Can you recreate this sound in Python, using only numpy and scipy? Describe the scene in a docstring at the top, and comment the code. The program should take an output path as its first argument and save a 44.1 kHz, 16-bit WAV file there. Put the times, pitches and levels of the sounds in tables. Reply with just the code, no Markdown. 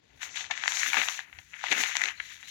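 """Turning newsprint pages

Pages are lifted, slid and turned by hand close to a camera in a quiet, soft room.
Sliding sheets hiss (noise), creases crackle (dense tiny cracks), folds snap (short ringing bursts).
A drifting narrow noise is one sheet gliding on another; a low rumble and a steady hiss lie beneath.
Two unlike microphone ports colour the paper: the left loud, boxy and a little late, the right faint and bright."""
import sys
import numpy as np
from scipy import signal
from scipy.fft import rfft, irfft
from scipy.io import wavfile
from scipy.ndimage import uniform_filter1d

SR = 44100
rng = np.random.default_rng(int(sys.argv[2]) if len(sys.argv) > 2 else 0)


def persist_wave(psi):
    """Save psi, clipped to +-1, as 16-bit WAV."""
    counts = np.round(np.clip(psi, -1, 1) * 32767).astype(np.int16)
    wavfile.write(sys.argv[1], SR, np.atleast_2d(counts).T)


def elevation(decibels):
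    """Turn decibel levels (scalar or array-like) into linear amplitude ratios."""
    levels = np.asarray(decibels, float)
    return 10 ** (levels / 20)


N = 110250  # samples, 2.5 s
HZ = np.fft.rfftfreq(N, 1 / SR) + 1e-3  # every frequency, nudged off zero so that we can divide by it

# level of the crackle of creases (time [s], middle [dB], body [dB], edge [dB])
CRACKLE_LEVELS = [(0, -78, -81, -78.5), (.19, -68, -75, -66.5), (.22, -40, -53, -52.5),
                  (.32, -60, -64, -60), (.35, -46.5, -71, -61), (.36, -41.5, -56, -43),
                  (.405, -43, -50.5, -41.5), (.49, -61.5, -69, -60.5), (.505, -52, -43, -67),
                  (.513, -45, -38, -43), (.535, -45, -59.5, -51.5), (.7, -41.5, -50.5, -47),
                  (.81, -33, -48.5, -45), (.91, -38.5, -58, -35), (.935, -32, -39, -43),
                  (.975, -27.5, -39, -31.5), (1.05, -40.5, -49.5, -48), (1.2, -44, -57.5, -46),
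                  (1.27, -59, -67, -80), (1.51, -63, -86, -70), (1.535, -48, -57.5, -77),
                  (1.6, -53, -76, -63), (1.645, -41, -45.5, -40.5), (1.71, -38.5, -54, -39),
                  (1.81, -32, -42, -42), (1.93, -36, -52.5, -42), (2.1, -38.5, -46, -59),
                  (2.15, -53, -72, -69), (2.2, -54.5, -63, -56), (2.33, -51.5, -70, -58),
                  (2.44, -58.5, -74, -61), (2.5, -55, -74, -47.5)]
# level of the hiss of sliding sheets (time [s], treble [dB], top [dB])
SLIDE_LEVELS = [(0, -84.5, -100), (.19, -75, -79), (.225, -43.5, -57), (.28, -58.5, -66), (.32, -55.5, -92),
                (.35, -53, -70), (.36, -44.5, -66), (.41, -44.5, -63), (.49, -57, -89), (.52, -51, -65),
                (.56, -51.5, -81), (.7, -43, -59), (.8, -34.5, -52), (.88, -40, -46.5), (1.0, -40.5, -49.5),
                (1.15, -44, -55), (1.21, -59, -69), (1.27, -77, -74), (1.6, -59.5, -73), (1.66, -50, -64.5),
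                (1.81, -38, -45.5), (1.91, -44.5, -58.5), (2.08, -47, -64), (2.13, -65.5, -72.5),
                (2.33, -55.5, -65), (2.44, -62, -67.5), (2.5, -53.5, -61)]
# level of the low flapping of a sheet (time [s], level [dB])
FLAP_LEVELS = [(0, -74.5), (.84, -68.5), (.89, -53.5), (.92, -69.5), (.975, -45.5), (1.05, -74.5),
               (1.66, -82.5), (1.7, -57), (1.72, -47.5), (1.81, -52), (1.89, -75), (2.04, -59.5),
               (2.14, -77), (2.5, -80)]
# upper edges of the layers, from low to high
FLAP_HZ, BODY_HZ, MIDDLE_HZ, EDGE_HZ, SLIDE_HZ = 647, 1428, 2750, 4000, 9500
CRACKS_PER_S, CRACK_SPREAD_DB, CRACK_DECAY_MS = 1800, 3.8, 0.9
PATCHY_DB = 1  # how much each crackle layer wavers

# folds that snap; edge, treble and knock are relative to the ring
# (time [s], ring [dB before SNAP_LIFT_DB], edge [dB], treble [dB], knock [dB], length [ms])
SNAPS = [(0.218, -27, -7, -10, -23, 1.2), (0.231, -23, -0.5, -25, -11.5, 0.95),
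         (0.357, -32, -10, 1, -7.5, 2.5), (0.37, -23.5, -3.5, -13, -22, 2.7), (0.509, -21, 1, -13, -8, 6.5),
         (0.576, -25.5, 0, -10, -20, 1.37), (0.637, -15.5, -4.5, -34, -16, 1),
         (0.658, -20.5, -23, -15, -1.5, 1.55), (0.678, -11.5, 0.5, -9, -11.5, 1.5),
         (0.72, -20, -1, 0.5, -7, 1.81), (0.771, -21, 2, -2, -8.5, 0.99), (0.832, -11, -13, -27, -28, 0.87),
         (0.862, -14, -30, -14, -28, 1.25), (0.931, -14, -10, -24, -19, 2.95),
         (0.943, -12.5, -7, -9, -6, 1.34), (0.969, -16, -11, -23, -5, 3.4),
         (1.085, -21.5, 7.5, -2, -2.5, 2.5), (1.191, -23, -20, -10, -9.5, 1.8),
         (1.328, -31.5, -18, -25, -18, 0.95), (1.386, -36, 0.5, -20.5, -7, 4.64),
         (1.54, -26, -38, -23, -34, 1.4), (1.64, -20, -14, -12, 2.5, 0.79), (1.713, -23, 2, -17, -16, 2),
         (1.717, -18, 5.5, -8, -11, 1.55), (1.722, -11.5, -13, -17, -15, 0.72),
         (1.725, -13.5, -6.5, -5, -10.5, 2.8), (1.836, -14.5, 1, -20, -13, 1.5),
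         (1.953, -18, -7, -26, -12, 2.25), (1.96, -23, -14, -22, -12, 2.6),
         (1.968, -16.5, 3.5, 4, -11, 0.706), (2.017, -11, -22, -9, -22, 1.5),
         (2.037, -13.5, -7, -8.5, -21, 2.05), (2.056, -18.5, -1, -15, -20.5, 2),
         (2.084, -24, 3.5, -27, -24, 5.2), (2.199, -19.5, -16, -24, -30, 4.3),
         (2.428, -30, -25, -8, -31, 1.53)]
# resonances of ring, edge, treble and knock (pitch [Hz], width [fraction of the pitch])
SNAP_PARTS = [(1895, 0.77), (3460, 0.73), (7170, 1.11), (780, 0.86)]
SNAP_LIFT_DB = 2.5

# airy tone of one sheet gliding over another (time [s], pitch [Hz], level [dB])
GLIDE_PATH = [(2.121, 3500, -91), (2.17, 4200, -56.5), (2.272, 3930, -60), (2.38, 3533, -71.5),
              (2.5, 4220, -53)]
GLIDE_HALF_WIDTH_HZ = 110

# colour of the left port (frequency [Hz], gain [dB])
LEFT_COLOUR = [(100, -5.5), (400, -13), (1150, -11.5), (2000, -3), (2800, -7.5), (3200, -9.5), (3800, -8.5),
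               (5000, -18), (6200, -6), (7200, -11), (8500, -33), (10000, -55), (15000, -55), (15900, -29)]
# colour of the right port (frequency [Hz], gain [dB])
RIGHT_COLOUR = [(100, -3.5), (400, -17.5), (1200, -25.5), (3000, -29.5), (7000, -27), (8500, -38.5),
                (10800, -26), (13000, -37.5), (15300, -27.5), (15900, -67)]
LEFT_LAG = 56  # samples
ALIKE_BASS, ALIKE_TREBLE, ALIKE_HZ = 0.9, 0.036, 1540  # share of one wave in both ports; where it falls
ROOM_DB, ROOM_T60_S = -13, 0.16  # tail energy against the direct sound; time to fade by 60 dB

# level of the rumble of the hand-held camera (time [s], level [dB])
RUMBLE_LEVELS = [(0, -82), (.16, -64), (.21, -76), (.45, -69), (.76, -79.5), (.8, -69.5), (1.28, -77),
                 (1.37, -61), (1.5, -75.5), (2.38, -72)]
RUMBLE_RIGHT_DB = -10  # against the left
# colour of room tone and microphone hiss, only its shape counts (frequency [Hz], density [dB per Hz])
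TONE_COLOUR = [(59, -59), (100, 2), (150, 5), (215, 0), (397, -8), (600, -24), (4550, -10.5), (8240, -37),
               (15900, -70)]
# left minus right of that hiss (frequency [Hz], difference [dB])
TONE_BALANCE = [(60, 4), (400, 23), (2380, 12), (8120, 1), (15000, -10)]
TONE_DB = -74
TOP_HZ = 15930  # the camera cuts the sound above this


def shape(table):
    """Reads a colour table in dB at every frequency, evenly along a pitch scale."""
    hz, db = np.array(table, float).T
    return np.interp(np.log(HZ), np.log(hz), db)


def curves(table):
    """Turns the dB columns of a table over time into gains at every sample."""
    s, *columns = np.array(table, float).T
    t = np.arange(N) / SR
    return [elevation(np.interp(t, s, db)) for db in columns]


def causal(table):
    """Gives a colour its minimum-phase response, which rings only after the sound and never ahead of it."""
    cepstrum = irfft(shape(table) * np.log(10) / 20, N)
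    cepstrum[1:N // 2] *= 2
    cepstrum[N // 2 + 1:] = 0
    return np.exp(rfft(cepstrum))


def band(x, lo_hz, hi_hz, order=4):
    """Keeps the band between two frequencies; a higher order gives steeper sides."""
    low_side = 1 + (lo_hz / HZ) ** (2 * order)
    high_side = 1 + (HZ / hi_hz) ** (2 * order)
    return irfft(rfft(x) / np.sqrt(low_side * high_side), N)


def unit(x):
    """Scales a stereo sound so that the average of its two sides has an rms of 1."""
    return x / np.sqrt(np.mean(x.mean(axis=0) ** 2))


def walk(rate):
    """Wanders at random: levels held 1 / rate seconds, then smoothed twice; spread near 1."""
    hold = int(SR / rate)
    steps = np.repeat(rng.standard_normal(N // hold + 1), hold)
    smooth = uniform_filter1d(uniform_filter1d(steps, hold), hold)
    return 1.57 * smooth[:N]


def pair(envelope):
    """Makes noise under an envelope for the two ports: alike in the bass, mostly unlike above."""
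    a, b = rfft(envelope * rng.standard_normal((2, N)))
    share = ALIKE_TREBLE + (ALIKE_BASS - ALIKE_TREBLE) / (1 + (HZ / ALIKE_HZ) ** 4)
    return irfft(np.array([a, share * a + np.sqrt(1 - share ** 2) * b]), N)


def ports(x):
    """Filters each side by the colour of its microphone port and delays the left one."""
    lag = np.exp(-2j * np.pi * HZ * LEFT_LAG / SR)
    return irfft(rfft(x) * np.array([causal(LEFT_COLOUR) * lag, causal(RIGHT_COLOUR)]), N)


def cracks():
    """Envelope of dense tiny cracks: random hits of widely spread size that die fast and come in swarms."""
    sizes = elevation(CRACK_SPREAD_DB * np.minimum(rng.exponential(size=N), 5))
    hits = (rng.random(N) < CRACKS_PER_S / SR) * sizes
    keep_per_sample = np.exp(-1000 / (CRACK_DECAY_MS * SR))
    dying = signal.lfilter([1], [1, -keep_per_sample], hits)
    return dying * elevation(2.16 * walk(40.86))


def grain(swarm, lo_hz, hi_hz):
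    """One wavering band of cracking noise: the common swarm plus cracks of its own."""
    noise = ports(pair(1.06 * swarm + cracks()))
    return elevation(PATCHY_DB * walk(14.995)) * unit(band(noise, lo_hz, hi_hz))


def crackling(swarm):
    """Creases give way: large ones crack low, small ones high, each band with its own level."""
    middle, body, edge = curves(CRACKLE_LEVELS)
    low = body * grain(swarm, FLAP_HZ, BODY_HZ)
    mid = middle * grain(swarm, BODY_HZ, MIDDLE_HZ)
    high = edge * grain(swarm, MIDDLE_HZ, EDGE_HZ)
    return low + mid + high


def sliding(swarm):
    """Sheets rub on each other: a wavering high hiss with a trace of the cracks."""
    treble, top = curves(SLIDE_LEVELS)
    hiss = ports(pair(elevation(2 * walk(59.36)) + 0.043 * swarm))
    treble_hiss = treble * unit(band(hiss, EDGE_HZ, SLIDE_HZ, order=8))
    return treble_hiss + top * unit(band(hiss, SLIDE_HZ, SR / 2, order=8))


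def flapping(swarm):
    """A sheet flaps: the lowest band of cracking noise under its own level curve."""
    return curves(FLAP_LEVELS)[0] * grain(swarm, 266, FLAP_HZ)


def rustle():
    """Crackling, sliding and flapping of the sheets, tied together by one common swarm of cracks."""
    swarm = cracks()
    return crackling(swarm) + sliding(swarm) + flapping(swarm)


def snap_resonances(f):
    """Responses of ring, edge, treble and hollow knock: peaks of alternate sign with the bass cut."""
    peaks = []
    for k, (hz, width) in enumerate(SNAP_PARTS):
        peak = 1 / (1 + 1j * (f / hz - hz / f) / width) ** 2
        peaks.append((-1) ** k * peak / (1 + (500 / f) ** 6))
    return np.array(peaks)


def snaps():
    """Each fold buckles in a short burst that swells and dies, shared out over its four resonances."""
    out, size = np.zeros((2, N)), 2048
    t, f = np.arange(size) / SR, np.fft.rfftfreq(size, 1 / SR) + 1
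    peaks = snap_resonances(f)
    click = np.ones((2, 1)) * (np.arange(N) == 0)
    response = rfft(ports(click)[:, :size])
    for s, ring_db, *rel_db, ms in SNAPS:
        u = 2000 * t / ms  # time in halves of the length
        a, b = rng.standard_normal((2, size)) * u ** 0.66 * np.exp(-u)
        a[int(np.argmax(u > 1))] += 5.8 / ms  # the crease gives way in one sharp click
        burst = rfft(np.array([a, 1.1 * a + 0.55 * b])) * response
        parts = irfft(burst * peaks[:, None], size)
        # each part is set by its peak at the left port
        gains = elevation(ring_db + np.array([0, *rel_db])) / np.abs(parts[:, 0]).max(axis=1)
        i = int(s * SR) - LEFT_LAG  # start early so that the late left port is on time
        out[:, i:i + size] += np.tensordot(gains, parts, 1)[:, :N - i]
    return elevation(SNAP_LIFT_DB) * out


def glide():
    """A sheet glides on another: narrow noise moved up to a drifting pitch, mostly at the left port."""
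    s, hz, db = np.array(GLIDE_PATH, float).T
    t = np.arange(N) / SR
    turn = np.exp(2j * np.pi * np.cumsum(np.interp(t, s, hz)) / SR)
    a, b = band(rng.standard_normal((2, N)), 0, GLIDE_HALF_WIDTH_HZ, order=1)
    airy = np.real((a + 1j * b) * turn)
    return elevation(np.interp(t, s, db)) * unit(ports(airy * np.ones((2, 1))))


def room(x):
    """Cloth and walls add a short tail: fading noise, separate for each side, that follows every sound."""
    t = np.arange(SR // 3) / SR
    tail = rng.standard_normal((2, len(t))) * elevation(-60 * t / ROOM_T60_S) * (t > 0.003)
    tail /= np.sqrt(np.sum(tail ** 2, axis=1, keepdims=True))
    return x + elevation(ROOM_DB) * signal.fftconvolve(x, tail, axes=1)[:, :N]


def rumble():
    """A low narrow noise through the camera body: the same wave in both ports, weaker in the right."""
    x = band(rng.standard_normal(N), 59, 92)
    return curves(RUMBLE_LEVELS)[0] * unit(np.array([x, x * elevation(RUMBLE_RIGHT_DB)]))


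def tone():
    """Steady hiss of room and microphones: coloured noise, shared by the two sides in the bass."""
    a, b = rfft(rng.standard_normal((2, N)))
    share = 1 / (1 + (HZ / 400) ** 2)
    right = (share * a + np.sqrt(1 - share ** 2) * b) * elevation(-shape(TONE_BALANCE))
    return elevation(TONE_DB) * unit(irfft(np.array([a, right]) * elevation(shape(TONE_COLOUR)), N))


def scene():
    """The paper sounds in the room, with rumble and steady hiss added beneath."""
    paper = rustle() + snaps() + glide()
    return room(paper) + rumble() + tone()


def band_limit(x):
    """A steep low-pass at the top of the band."""
    return signal.sosfilt(signal.butter(12, 16790, fs=SR, output="sos"), x)


def record(dry):
    """The camera cuts the top of the sound with a very steep filter."""
    mix = band(dry, 0, TOP_HZ, order=100)
    return band_limit(mix)


dry = scene()
out = record(dry)
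persist_wave(out)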